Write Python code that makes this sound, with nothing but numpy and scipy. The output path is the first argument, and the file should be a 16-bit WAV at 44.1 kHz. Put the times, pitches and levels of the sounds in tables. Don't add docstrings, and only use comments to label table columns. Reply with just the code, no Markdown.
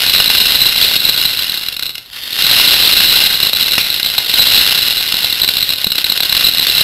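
import sys
import numpy as np
from scipy import signal
from scipy.io import wavfile
from scipy.ndimage import uniform_filter1d, map_coordinates

SR = 44100
rng = np.random.default_rng(int(sys.argv[2]) if len(sys.argv) > 2 else 0)


def field_ratio(decibels):
    return 10 ** (np.asarray(decibels, dtype=float) / 20)


def store_wav(level_fs):
    pcm = np.round(np.clip(np.atleast_2d(level_fs), -1, 1) * 32767)
    wavfile.write(sys.argv[1], SR, pcm.T.astype(np.int16))


N = 301203

# frequency_hz, level_db, t60_s
FUNNEL_MODES = [(850, -14.5, 0.0017), (1464, -22, 0.019), (1592, -21, 0.012), (2093, -19, 0.018),
                (2540, -11, 0.0078), (2765, -14, 0.023), (2860, -10, 0.018), (3455, -8, 0.011),
                (3767, -5.5, 0.011), (3942.4, -3, 0.019)]


def walk(rate_hz):
    hold = int(SR / rate_hz)
    steps = np.repeat(rng.standard_normal(N // hold + 1), hold)
    return 0.39 * uniform_filter1d(steps, hold)[:N]


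def ring(at, size, modes, scatter_db):
    chance = rng.standard_normal((len(at), len(modes), 2))
    out = np.zeros(N)
    for k, (hz, level_db, t60_s) in enumerate(modes):
        sign = np.sign(chance[:, k, 0])
        share = sign * field_ratio(level_db + scatter_db * chance[:, k, 1])
        fade = np.log(1000) / (t60_s * SR)
        pole = np.exp(2j * np.pi * hz / SR - fade)
        impulses = np.bincount(at, size[k] * share, N)[:N]
        wall = signal.lfilter([1], [1, -pole], impulses)
        air_pole = pole * np.exp(-2.5 * fade)
        out += signal.lfilter([3.74 * fade], [1, -air_pole], wall).imag
    return out


def shower(modes, spread_db, clump_db, clump_rate_hz, count):
    chance = rng.random((count, 2))
    at = (chance[:, 0] * N).astype(int)
    strength_db = -spread_db * np.log(1 - chance[:, 1])
    size = field_ratio(strength_db + clump_db * walk(clump_rate_hz)[at])
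    rattle = ring(at, [size] * len(modes), modes, scatter_db=4.5)
    return rattle / rattle.std()


def flow():
    # time_s, stream_db (funnel and bottle), jar_db (rolling pellets against the stream)
    pour = [(0.0, -13.5, -7.5), (0.34, -12.5, -8), (0.84, -12, -8), (1.3, -16, -8.5), (1.46, -23, 0),
            (1.8, -27, -8), (1.91, -34, -6), (2.02, -52, 5), (2.11, -50.5, 11), (2.14, -40.5, 10.5),
            (2.25, -37, 12), (2.34, -27.5, 5), (2.4, -14, -6), (2.6, -8, -7.5), (3.2, -12, -7),
            (3.7, -16, -9.5), (4.27, -20, -2.5), (4.31, -16.5, -4), (4.5, -9.5, -8.5), (5.02, -15, -8),
            (5.52, -17.5, -6.5), (5.9, -23, -1.5), (6.3, -17.5, -7.5), (6.45, -13, -8), (6.83, -14.5, -6)]
    # middle_s, length_s (two standard deviations), depth_db
    chokes = [(0.996, 0.037, 6.5), (1.22, 0.015, 3), (1.774, 0.032, 25), (1.935, 0.031, 24),
              (3.4, 0.051, 3), (3.522, 0.037, 10), (3.86, .04, 3), (4.024, 0.042, 7), (4.2, 0.063, 4),
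              (5.06, 0.036, 3), (5.354, 0.071, 1.5), (5.47, 0.02, 14), (5.66, 0.059, 3), (5.762, 0.049, 5),
              (5.892, 0.063, 17), (6.041, 0.021, 10), (6.12, 0.026, 8), (6.213, 0.021, 14),
              (6.524, .04, 6.5)]
    t = np.arange(N) / SR
    time_s, stream_db, jar_db = np.array(pour).T
    level_db = np.interp(t, time_s, stream_db)
    for middle_s, length_s, depth_db in chokes:
        level_db = level_db - depth_db * np.exp(-.5 * (2 * (t - middle_s) / length_s) ** 2)
    return field_ratio(level_db), field_ratio(level_db + np.interp(t, time_s, jar_db))


def strikes(count=5):
    # time_s, blow_db, lower_db (lower modes against the top modes)
    hard = [(0.0177, -2.5, -1), (0.0952, 3.5, -3), (0.136, 0, -1), (0.161, 5, -5), (0.1805, 1, -5),
            (0.2202, -1.5, -7), (0.2577, -2, -4), (0.2774, -1, -5), (0.3003, 2.5, 1), (0.3318, 0, -11),
            (0.35, -2.5, 3), (0.3807, 2, -14), (0.4, 1, -8), (0.4131, 1, -6), (0.465, 0, -16),
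            (0.505, -3, -16), (0.554, 3, -10), (0.5906, -9, -14), (0.6061, 1, -9), (0.6589, 3, -6),
            (0.7227, -3, 0), (0.7577, 0, -4), (0.78, 1, -5), (0.825, 7.5, -14), (0.8453, 10, -14),
            (0.9131, -2, -10), (0.9622, 4, -6), (1.0171, -5, -6), (1.051, -1.5, -8), (1.0894, 6.5, -8),
            (1.1433, -4, -9), (1.1765, 1.5, -7), (1.2131, -5, 0), (1.2521, 1, -4), (1.2894, -3, -4),
            (1.3358, -4.5, -2), (1.3702, -8, -6), (1.3904, -2, -3), (1.4212, -9, -2), (1.4423, -9, -6),
            (1.4936, -17, -6), (1.5199, -13, 1), (1.5414, -7.5, 1), (1.5743, -8, -6), (1.6123, -11.5, -6),
            (1.6312, -13, -6), (1.6616, -10, -4), (1.6848, -9.5, 1), (1.724, -9.5, -1), (1.74, -14, -2),
            (1.765, -8.5, -4), (1.7936, -6, -0.5), (1.8248, -7.5, 1), (1.8318, -9, -5), (1.8557, -8, -6),
            (1.8637, -7, -4), (1.8926, -9.5, -4), (1.9032, -15, -4), (1.9535, -15, 3), (1.9802, -15, 4.5),
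            (2.0592, -30, -6), (2.1296, -19, -2), (2.1625, -23, -6), (2.2363, -20, -6), (2.3281, -9, -3),
            (2.357, -7, -4), (2.3897, 0, -4), (2.4217, -3, -6), (2.4411, -4, -6), (2.4673, 4.5, -6),
            (2.5127, 5.5, -3), (2.5726, 0.5, -3), (2.5865, 3, -6), (2.6115, 0, -6), (2.644, 0, -10),
            (2.6753, 1.5, -10), (2.7141, 1, -8), (2.7406, 3, -8), (2.813, -5, -6), (2.8744, 5, -8),
            (2.9232, 0, -10), (2.9901, -2, -4), (3.0344, 0, -7), (3.0724, -5, -6), (3.112, -4, -7),
            (3.1579, 3, -7), (3.2635, -2, -9.5), (3.3381, 2, -6), (3.402, -1, -3), (3.433, 1, -4),
            (3.4685, 2, -6), (3.5315, 2.5, -4), (3.5505, -3, -10), (3.6034, -6, -1), (3.6275, 0, -6),
            (3.6795, 1, -7), (3.7185, -3, -6), (3.7344, 0, -6), (3.7911, -2, -6), (3.8282, -7, -5),
            (3.8656, -2, -5), (3.901, -2.5, -7), (3.9249, -7, -9), (3.9424, -3, -7), (3.9983, -2, -3),
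            (4.0284, -3.5, -4), (4.046, 1.5, -6), (4.0617, 2, -12), (4.148, -3.5, -2), (4.1806, 9, -6),
            (4.2787, -8, -7.5), (4.2957, 1, -8), (4.339, 1, -6), (4.3812, -4, -4), (4.3928, 6, -9),
            (4.4226, 1, -16), (4.4693, 5, -11), (4.4832, -7, -9.5), (4.512, 1, -9), (4.5444, 3, -2),
            (4.58, 3, -6), (4.6115, 1, -9), (4.6867, 3, -8), (4.7574, -2, -10), (4.7758, 1, -6),
            (4.8824, -2, -6), (4.9073, -0.5, -9), (4.9776, -5, -5), (5.0073, 0, -10), (5.1227, 2, -6),
            (5.1418, 1, -4), (5.1872, -4, -4), (5.23, -3, -8), (5.2437, 2, -7), (5.3268, -3, -7),
            (5.3987, 1, -3), (5.4173, 0.5, -9), (5.4333, 2, -6), (5.4445, 0.5, -4), (5.4756, -3, -3),
            (5.4879, 2.5, -1), (5.5377, -3, -6), (5.5677, -0.5, -5), (5.6136, -5, -2), (5.6266, 1.5, -6.5),
            (5.691, -4, -4), (5.7036, 1, -6.5), (5.7233, -1, -5), (5.7351, -0.5, -6), (5.7824, -5.5, -10),
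            (5.8152, -4.5, -10), (5.8428, -2, -4), (5.869, 2, -10), (5.903, -4.5, -7), (5.9183, -0.5, -2),
            (5.9538, -5.5, -1), (5.9815, -4, 1), (6.0428, 2, -3.5), (6.0647, -4, -1.5), (6.0985, 0, -8),
            (6.1197, 0, -6), (6.1619, -4, -2), (6.1754, -1, -0.5), (6.2032, -0.5, -1), (6.2253, -1.5, -7),
            (6.2325, 1.5, -3), (6.2953, 0.5, -8), (6.3255, -1, -0.5), (6.349, 2.5, -2), (6.3754, 0, -8),
            (6.3947, -8, -9), (6.409, 3, -6), (6.4432, 3, -9), (6.4678, -1, -8), (6.5353, -7, -6),
            (6.547, -4, -11), (6.5959, -3, -6), (6.6817, -2, -9), (6.6972, 0, -8), (6.7496, 0, -11),
            (6.7792, 1, -4), (6.8084, 7, -8)]
    bounce_s = .006
    tick_db, tick_scatter_db = -2.5, 2.5
    time_s, blow_db, lower_db = np.array(hard).T[:, :, None]
    late = (rng.random((len(time_s), count)) - .35) * (np.arange(count) > 0)
    at = ((time_s + late * bounce_s) * SR).astype(int).ravel()
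    top = field_ratio(blow_db - 9.9 * np.abs(late) - 3.2 * (late != 0))
    lower = top * field_ratio(lower_db)
    tick = top * field_ratio(tick_db + tick_scatter_db * rng.standard_normal(time_s.shape))
    size = [tick.ravel()] + [lower.ravel()] * (len(FUNNEL_MODES) - 3) + [top.ravel()] * 2
    return ring(np.clip(at, 0, N - 1), size, FUNNEL_MODES, scatter_db=0.5)


def stream(gain):
    grazes = field_ratio(-4.0) * shower(FUNNEL_MODES, spread_db=3, clump_db=2.5, clump_rate_hz=60., count=7000)
    direct_hits = field_ratio(-3.0) * shower(FUNNEL_MODES, spread_db=3, clump_db=2.0, clump_rate_hz=23.0, count=900)
    return gain * (grazes + direct_hits)


def jar(gain):
    # frequency_hz, level_db, t60_s
    jar_modes = [(1916, -2, 0.004), (2762, -3, 0.0071), (3222, 2, 0.0081), (3635, 0.5, 0.015)]
    return gain * shower(jar_modes, spread_db=2.5, clump_db=2.0, clump_rate_hz=39.0, count=12000)


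def thumps():
    # time_s, thump_db
    knocks = [(5.139, -22), (5.866, -19)]
    # frequency_hz, level_db, t60_s
    thump_modes = [(194, 3, 0.029), (630, -10, 0.023)]
    time_s, thump_db = np.array(knocks).T
    return ring((time_s * SR).astype(int), [field_ratio(thump_db)] * len(thump_modes), thump_modes, scatter_db=4)


def room(x, size=4096):
    t60_s, level_db, gap_s = 0.48, -8.5, .003
    t = np.arange(3 * size) / SR
    out = np.zeros(N + 4 * size)
    for start in range(0, N, size):
        tail = rng.standard_normal(len(t)) * np.exp(-np.log(1000) * t / t60_s) * (t > gap_s)
        echo = signal.fftconvolve(x[start:start + size], tail / np.sqrt(np.sum(tail ** 2)))
        out[start:start + len(echo)] += echo
    return field_ratio(level_db) * out[:N]


def quiet():
    murmur_db, hiss_db = -55.5, -43.5
    band = signal.butter(2, [35, 130], "band", fs=SR, output="sos")
    murmur = signal.sosfilt(band, rng.standard_normal(N))
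    return field_ratio(murmur_db) * murmur / murmur.std() + field_ratio(hiss_db) * rng.standard_normal(N)


def scene():
    stream_gain, jar_gain = flow()
    pellets = strikes() + stream(stream_gain) + jar(jar_gain)
    bass_cut = signal.butter(2, 427, "high", fs=SR, output="sos")
    pellets = signal.sosfilt(bass_cut, pellets)
    return (pellets + room(pellets) + thumps() + quiet())[None]


def band_limit(x):
    return signal.sosfilt(signal.butter(12, 15630, fs=SR, output="sos"), x)


def record(dry):
    clock_hz, frame_hz = 8000, 30.0455
    skip_ticks, frame_start, clock_start = .4232, .06, .025
    t = np.arange(N) / SR
    microphone = signal.butter(4, 4390, fs=SR, output="sos")
    heard = signal.sosfilt(microphone, dry[0])
    frame = np.floor(frame_hz * t + frame_start)
    tick = np.floor(clock_hz * t + skip_ticks * frame + clock_start)
    taken = tick * SR / (clock_hz + skip_ticks * frame_hz)
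    sample = map_coordinates(heard, taken[None], order=3) / 0.78
    held = sample / (1 + np.abs(sample) ** 6.2) ** (1 / 3.26)
    top_cut = signal.ellip(6, .1, 30, 15450, fs=SR, output="sos")
    finished = signal.sosfiltfilt(top_cut, held)[None]
    return band_limit(finished)


dry = scene()
out = record(dry)
store_wav(out)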